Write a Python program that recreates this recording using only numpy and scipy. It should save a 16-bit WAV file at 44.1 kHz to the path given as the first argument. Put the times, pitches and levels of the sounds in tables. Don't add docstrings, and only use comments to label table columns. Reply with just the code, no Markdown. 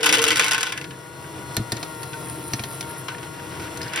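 import sys
import numpy as np
from scipy import signal
from scipy.fft import rfft, irfft
from scipy.io import wavfile
from scipy.ndimage import uniform_filter1d

SR = 44100
rng = np.random.default_rng(int(sys.argv[2]) if len(sys.argv) > 2 else 0)


def put_to_file(sound):
    columns = np.atleast_2d(sound).T
    safe = np.clip(columns, -1, 1)
    whole_steps = np.round(safe * 32767)
    wavfile.write(sys.argv[1], SR, whole_steps.astype(np.int16))


N = 176400
TIME_S = np.arange(N) / SR
BIN_HZ = np.arange(N + 1) * SR / (2 * N)
LEFT_RIGHT = np.array([[1], [-1]])


def undb(db):
    return 10 ** (np.asarray(db) / 20)


def curve(rows):
    return np.interp(TIME_S, *np.array(rows).T)


def across(rows):
    hz, values = np.array(rows).T
    return np.interp(np.log(BIN_HZ + 1), np.log(hz), values)


def shape(x, response):
    return irfft(rfft(x, 2 * N) * response)[..., :N]


def colour(x, rows):
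    gain = undb(across(rows))
    cepstrum = irfft(np.log(gain / np.sqrt(np.mean(gain ** 2))))
    cepstrum[1:N] *= 2
    cepstrum[N + 1:] = 0
    return shape(x, np.exp(rfft(cepstrum)))


# frequency in Hz, amplitude share opposed between left and right.
SIDE_SHARE = [(60, 0.11), (300, 0.16), (1400, 0.32), (3000, 0.49), (5000, 0.29), (9000, 0.14),
              (16000, 0.15)]


def noise():
    mid, side = rng.standard_normal((2, N))
    share = np.clip(across(SIDE_SHARE), 0, 1)
    return shape(mid, np.sqrt(1 - share ** 2)) + shape(side, share) * LEFT_RIGHT


def wander(rate_hz):
    hold = max(int(SR / rate_hz), 2)
    steps = np.repeat(rng.standard_normal(N // hold + 1), hold)
    drift = uniform_filter1d(uniform_filter1d(steps, hold), hold)[:N]
    return drift / drift.std()


def bursts(starts_s, levels_db, t60_s):
    power = np.zeros(N)
    at = (np.asarray(starts_s) * SR).astype(int)
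    inside = (at >= 0) & (at < N)
    np.add.at(power, at[inside], undb(levels_db)[inside] ** 2)
    decay = np.exp(-2 * np.log(1000) / (t60_s * SR))
    return noise() * np.sqrt(signal.lfilter([1], [1, -decay], power + 1e-18))


def ring(x, modes):
    out = 0
    for hz, t60_s, db in modes:
        radius = np.exp(-np.log(1000) / (t60_s * SR))
        poles = [1, -2 * radius * np.cos(2 * np.pi * hz / SR), radius * radius]
        out = out + undb(db) * signal.lfilter([1 - radius, 0, radius - 1], poles, x)
    return out


def struck(start_s, hz, t60_s):
    out, at = np.zeros(N), int(start_s * SR)
    t = np.arange(min(SR // 2, N - at)) / SR
    out[at:at + len(t)] = np.sin(2 * np.pi * hz * t) * np.exp(-np.log(1000) * t / t60_s)
    return out


# start in seconds, relative level in dB, treble offset in dB.
LANDINGS = [(0.031, -4.5, -3), (0.041, -5, -1), (.050, -17, 1), (.059, -8.5, 4.5), (.062, -1, -0.5),
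            (0.067, -10, -3), (.074, -16.5, 6), (.089, -9, 2), (0.092, -2, -3), (0.1, -9, -9),
            (.114, -14.5, 1), (.126, -3.5, 4.5), (.132, -7, -3), (0.139, -5, 2), (0.147, -4.5, -1),
            (0.155, -9.5, 2), (0.17, -12.5, -1), (0.183, -9, 0), (.191, -6.5, -6), (0.218, -13, 8),
            (.226, -13.5, 6.5), (0.24, -3.5, 1.5), (.252, -10, -4), (0.266, -7, -4), (0.279, -9, 2),
            (.284, -4.5, 0), (0.297, -20, -6), (0.305, -4, -2.5), (0.317, -9.5, 2), (.329, -12, -5),
            (0.341, -18, -4), (.358, -9, 3), (0.37, -9, 3.5), (.379, -10, 1), (0.395, -4.5, 0),
            (0.396, -3.5, -3), (0.411, -9, -3), (0.421, -11, -2), (0.435, -7.5, -11), (.443, -10.5, 6.5),
            (0.455, -15, -14), (.463, -8.5, -1.5), (.482, -9.5, 2), (.510, -7.5, 1.5), (.518, -6, 0.5),
            (.533, -10, 2.5), (0.546, -6.5, -5), (.580, -10, 0), (0.598, -25, -5), (0.608, -11.5, 3),
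            (.630, -8.5, 2.5), (.668, -14, -1), (.722, -12, -1), (.776, -17, -1.5), (0.813, -21, -2.5),
            (0.842, -20, -12), (.908, -26.5, -16), (2.132, -21, -12), (2.291, -32, -10), (2.827, -25.5, -6),
            (3.084, -16.5, -15), (3.102, -27, -10), (3.118, -30, -18), (3.183, -26, -12), (3.23, -25, -14),
            (3.597, -23, -7), (3.935, -15.5, -4.5), (3.960, -16, 4.5), (3.975, -13, -8), (3.990, -20, -4)]
# time in seconds, relative level in dB.
JOSTLE_DB = [(0, -17), (.025, -37), (.05, -26), (.3, -25), (.54, -27.5), (.69, -29.5), (.8, -46), (1., -53),
             (3.45, -48.5), (3.63, -36.5), (3.72, -49), (3.9, -37), (4., -29)]
# frequency in Hz, relative gain in dB.
SHELL_COLOUR = [(25, -36), (100, -26), (250, -22), (700, -23.5), (1050, -3), (1600, .5), (3000, 2),
                (4000, -6.5), (5200, -3), (6500, -3), (8200, -2), (11300, -10.5), (12800, -20),
                (15500, -12.5)]
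# frequency in Hz, T60 in seconds, relative gain in dB.
SHELL_MODES = [(913, 0.14, 2.5), (1070, 0.087, 7), (1480, 0.17, -10), (1513, 0.068, 12), (1623, 0.11, -2.5),
               (1732, 0.078, 6), (2003, 0.083, 3), (2197, 0.13, 4), (2372, .1, 3), (2672, .04, 0.5),
               (2956, 0.045, -0.5), (3410, 0.093, 2.5), (3917, .06, -3), (4700, 0.05, -5.5)]
# frequency in Hz, T60 in seconds, gain in dB.
HOLLOW_MODES = [(314.5, 0.073, -11.5), (460, .11, -3)]
# time in seconds, level in dB.
ROLLING_DB = [(0, 2), (.05, -8), (.09, 1), (.16, 4), (.21, -4), (.26, 0), (.35, -6), (.405, 0.5), (.5, -14),
              (.8, -16.5), (1., -28), (3.5, -44), (3.8, -15), (4, -17)]


def tumbling(rebound_s=0.0056, rebound_db=-8, jostles_per_s=420, jostle_spread_db=3.5, split_hz=5000):
    start_s, db, treble_db = np.array(LANDINGS).T
    delays_s = np.cumsum(rebound_s * (.5 + rng.random((len(start_s), 2))), axis=1)
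    bounce_s = np.r_[start_s, start_s + delays_s[:, 0], start_s + delays_s[:, 1]]
    bounce_db = np.r_[db, db + rebound_db, db + 2 * rebound_db] - 3

    gap_draw, level_draw = rng.random((4000, 2)).T
    jostle_s = np.cumsum(-np.log(1 - gap_draw)) / jostles_per_s
    scatter_db = jostle_spread_db * (-np.log(1 - level_draw * .95) - 1)
    jostle_db = np.interp(jostle_s, *np.array(JOSTLE_DB).T) + scatter_db

    contact_s = np.r_[bounce_s, jostle_s]
    low_db = np.r_[bounce_db, jostle_db]
    high_db = np.r_[bounce_db + np.tile(treble_db, 3), jostle_db - 6]
    low_share = 1 / (1 + (BIN_HZ / split_hz) ** 6)
    hits = shape(bursts(contact_s, low_db, t60_s=0.041), np.sqrt(low_share))
    hits += shape(bursts(contact_s, high_db, t60_s=0.029), np.sqrt(1 - low_share))

    ringing = sum(ring(hits * undb(3 * wander(60)), [mode]) for mode in SHELL_MODES)
    hollow = ring(noise() * undb(curve(ROLLING_DB)), HOLLOW_MODES)
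    return undb(-5.5) * colour(hits, SHELL_COLOUR) + undb(1.5) * ringing + hollow


# time in seconds, level in dB.
SCRAPE_DB = [(0, -43), (.5, -38), (.7, -44), (.9, -58.5), (3.07, -56), (3.09, -43), (3.125, -46),
             (3.15, -48.5), (3.5, -56), (3.63, -49), (3.85, -44.5), (3.93, -38.5), (4, -30.5)]
# frequency in Hz, relative gain in dB.
SCRAPE_COLOUR = [(500, -23.5), (900, 0.5), (1300, -7), (1550, 9.5), (2100, 4.5), (2700, 1), (4000, -12.5),
                 (8000, -47)]


def sliding(roughness_db=5.5):
    return undb(curve(SCRAPE_DB) + roughness_db * wander(120)) * colour(noise(), SCRAPE_COLOUR)


# time in seconds, turns per second.
SHAFT_HZ = [(0, 158), (.9, 159.8), (1.5, 159.8), (1.8, 157.3), (2.15, 154.8), (2.4, 154), (2.63, 153.9),
            (2.95, 156.5), (3.2, 158.2), (3.5, 158.5), (3.75, 158.2), (4, 159)]


def shaft_angle(jitter=0.002953, hunting=0.000797):
    speed_hz = curve(SHAFT_HZ) * (1 + jitter * wander(30) + hunting * wander(8))
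    return 2 * np.pi * np.cumsum(speed_hz) / SR


# multiple of shaft speed, relative level in dB, left minus right in dB.
MOTOR_TONES = [(1.01, -52, 15), (1.999, -49.5, 14), (3.04, -49.5, 15.5), (4.046, -55, 22), (5, -59, 21),
               (5.98, -43, 13.5), (6.985, -49.5, 12), (8.2, -83, -5), (8.99, -43.5, 9), (12.1, -51.5, 9.5),
               (13, -57, 16), (15.5, -64, 0), (17.3, -52.5, -3), (21.7, -57.5, -13), (26.53, -53, 1.5),
               (34.7, -58, -6)]
# time in seconds, relative gain in dB.
LOAD_DB = [(0, -4.5), (.8, -4), (1.1, -4), (1.5, 1), (1.9, 0), (2.2, 0), (2.7, 0), (3.05, -0.5), (3.4, 0),
           (3.7, 1.5), (4, 0)]
WHINE_DB = [(0, 0), (1.25, -1), (1.9, 1), (2.3, 0.5), (2.65, -1), (3.05, 0), (4, -0.5)]
# frequency in Hz, relative gain in dB.
WHIRR_COLOUR = [(200, -11), (350, 1), (520, -0.5), (680, 0), (850, -2), (1100, -2.5), (1400, -3.5),
                (1650, -12), (2200, -10), (3400, -11), (4700, -16.5), (5400, -12), (6500, -23),
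                (12000, -24)]
HISS_COLOUR = [(2000, -10), (5000, -5.5), (6500, 0.5), (8000, 8.5), (10000, 3.5), (11800, -1), (13300, -11),
               (15000, 6), (16000, -5)]
RUMBLE_COLOUR = [(25, -58), (50, -31), (80, -5), (105, -5.5), (130, 3), (165, -4), (230, -15), (320, -4.5),
                 (420, -11), (700, -39), (2000, -56)]


def drive(shaft_rad, tone_waver_db=2, tooth_depth=0.27):
    tones = 0
    for multiple, db, pan_db in MOTOR_TONES:
        gain = undb(db + tone_waver_db * wander(23.98) + LEFT_RIGHT * pan_db / 2)
        tones = tones + gain * np.sin(multiple * shaft_rad + 2 * np.pi * rng.random())
    whine = undb(curve(WHINE_DB) - 2) * tones
    teeth = 1 + tooth_depth * np.cos(3 * shaft_rad)
    whirr = undb(-42.5 + 1.3 * wander(30)) * colour(noise() * teeth, WHIRR_COLOUR)
    hiss = undb(-44.5 + .9 * wander(30)) * colour(noise() * teeth, HISS_COLOUR)
    rumble = undb(-38.5 + 2 * wander(14)) * colour(noise(), RUMBLE_COLOUR)
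    return undb(curve(LOAD_DB)) * (whine + whirr + hiss + rumble)


# start in seconds, relative level in dB, treble offset in dB,
# then the struck part's pitch in Hz, level in dB and T60 in seconds.
CRACKS = [(1.545, -17, -6, 4330, -42, .02), (1.567, -1.5, -0.5, 11600, -14, .007),
          (1.7202, -4, 1, 4850, -14.5, .017), (1.768, -10, -22, 4940, -40, .02),
          (1.829, -8, -10, 4100, -30.5, .03), (2.031, -17, 6, 5950, -41, .02),
          (2.5348, -3, -5, 5840, -17.5, .024), (2.5942, -9, -21, 2430, -26, 0.022),
          (2.637, -7, -22, 3270, -25.5, 0.014), (2.8087, -10.5, 3, 3600, -27, .022),
          (3.083, -12, -28, 1056, -29, 0.086), (3.7727, -15, 1, 4700, -38, 0.018),
          (3.816, -11, -18, 5000, -29, 0.033), (3.83, -15, -12, 5040, -27, 0.041),
          (3.88, -17, -21, 5000, -36, .03)]
# frequency in Hz, relative gain in dB.
BODY_COLOUR = [(40, -40), (200, -18), (700, 8), (1200, 3.5), (2000, 7.5), (4500, 0.5), (6500, 2.5),
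               (9000, -7), (16000, -7.5)]
EDGE_COLOUR = [(2000, -8), (6000, -2.5), (8600, 4), (11500, -9), (13500, -10), (16000, -11)]
# frequency in Hz, T60 in seconds, gain in dB.
GEAR_MODES = [(1827, 0.12, 10), (2590, .04, -9), (3650, 0.078, 8), (4150, 0.021, 13), (5030, 0.022, 3),
              (6170, 0.11, -7)]


def plastic_cracks():
    start_s, db, treble_db = np.array(CRACKS).T[:3]
    crack = bursts(start_s, db - 19, t60_s=0.047)
    edge = bursts(start_s, db + treble_db - 16.5, t60_s=0.032)
    notes = sum(undb(note_db) * struck(at_s, hz, t60_s) for at_s, _, _, hz, note_db, t60_s in CRACKS)
    return colour(crack, BODY_COLOUR) + ring(crack, GEAR_MODES) + colour(edge, EDGE_COLOUR) + notes


# start in seconds, relative level in dB, base T60 in seconds,
# softness of the push in ms.
JOLTS = [(1.574, -17, 0.094, 0.59), (1.594, -9.5, 0.15, 3.2), (1.725, -19.5, 0.081, 0.13),
         (2.534, -21, 0.095, 0.19), (2.599, -21.5, 0.097, 0.93), (2.636, -30.5, 0.14, .9)]
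# frequency in Hz, share of the base T60, relative gain in dB.
FRAME_MODES = [(62, .6, -19), (84, 0.63, -16), (117.5, 0.92, 0.5), (211, 0.6, 0.5), (324.6, 0.62, 0.5),
               (378, 0.45, -2.5), (670, 0.31, 0)]


def frame_thumps(attack_s=0.0045):
    out = 0
    for start_s, db, t60_s, soft_ms in JOLTS:
        modes = 0
        for hz, share, mode_db in FRAME_MODES:
            rolloff = np.hypot(1, 2 * np.pi * hz * soft_ms * 1e-3)
            modes = modes + undb(mode_db) / rolloff * struck(start_s, hz, t60_s * share)
        attack = 1 - np.exp(-np.maximum(TIME_S - start_s, 0) / attack_s)
        out = out + undb(db) * modes * attack
    return undb(3.5) * out


# time in seconds, level in dB.
SLIP_DB = [(0, -70), (1.6, -68), (1.8, -45), (2.15, -45.5), (2.3, -42), (2.75, -41.5), (3.02, -56),
           (3.08, -53), (4, -67)]
# frequency in Hz, relative gain in dB.
SLIP_COLOUR = [(5000, -6.5), (8500, -28), (9400, 7.5), (11000, -1), (12500, -3), (13500, -7), (15500, -4)]
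# start in seconds, length in seconds, centre in Hz, level in dB.
HARD_RUBS = [(2.23, .14, 9300, -40), (2.423, .085, 9450, -38.5), (2.718, 0.047, 9650, -39.5),
             (2.868, 0.078, 10600, -41.5), (2.972, 0.055, 10600, -39)]


def slipping(shaft_rad, decay_turns=0.49, scatter_db=3, pulsed_share=0.8, width_hz=1000):
    turn, phase = np.divmod(shaft_rad / (2 * np.pi), 1)
    strength = undb(scatter_db * rng.standard_normal(N)[turn.astype(int)])
    grabs = np.exp(-phase / decay_turns) * strength
    power = grabs ** 2 / np.mean(grabs ** 2)
    pulsing = np.sqrt(1 - pulsed_share + pulsed_share * power)
    rasp = undb(curve(SLIP_DB)) * colour(noise() * pulsing, SLIP_COLOUR)
    ticks = noise() * grabs
    for start_s, length_s, hz, db in HARD_RUBS:
        detune = (BIN_HZ - hz) / width_hz
        band = shape(ticks, 1 / (1 + 2j * detune) / np.hypot(1, detune / 2))
        progress = np.clip((TIME_S - start_s) / length_s, 0, 1)
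        swell = np.abs(np.sin(np.pi * progress)) ** .5
        rasp = rasp + undb(db) * band / band.std() * swell
    return rasp


def room(x, t60_s=0.16, tail_db=-16):
    tail = colour(rng.standard_normal((2, N)), [(100, 7.5), (3000, 1.5), (8000, -2.5), (16000, -26)])
    tail *= np.exp(-np.log(1000) * TIME_S / t60_s)
    tail /= np.sqrt(np.sum(tail[0] ** 2))
    return x + undb(tail_db) * shape(x, rfft(tail, 2 * N))


def scene():
    shaft_rad = shaft_angle()
    clatter = room(tumbling() + plastic_cracks())
    return clatter + sliding() + frame_thumps() + drive(shaft_rad) + slipping(shaft_rad)


# frequency in Hz, left minus right in dB.
BALANCE_DB = [(60, 1.7), (600, 0.5), (1500, -0.5), (2400, 0.5), (3000, 7.5), (3600, 1), (5000, 2),
              (6300, 5.5), (7100, -.5), (16000, 0.5)]
# frequency in Hz, lead of the left side in radians.
LEAD_RAD = [(100, 0), (2200, .2), (2950, 1.6), (3600, 0), (5400, 0), (6000, -1), (6650, -3), (7500, -3.35),
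            (9000, -4.5), (10500, -6), (11600, -6.5), (14000, -9.1), (16000, -10)]


def record(dry, low_cut_hz=31, top_hz=15900):
    half = LEFT_RIGHT / 2
    sides = undb(half * across(BALANCE_DB)) * np.exp(1j * half * across(LEAD_RAD))
    low_cut = signal.butter(2, low_cut_hz, "high", fs=SR, output="sos")
    top_cut = signal.ellip(10, .2, 70, top_hz, fs=SR, output="sos")
    return signal.sosfilt(top_cut, signal.sosfilt(low_cut, shape(dry, sides)))


dry = scene()
out = record(dry)
put_to_file(out)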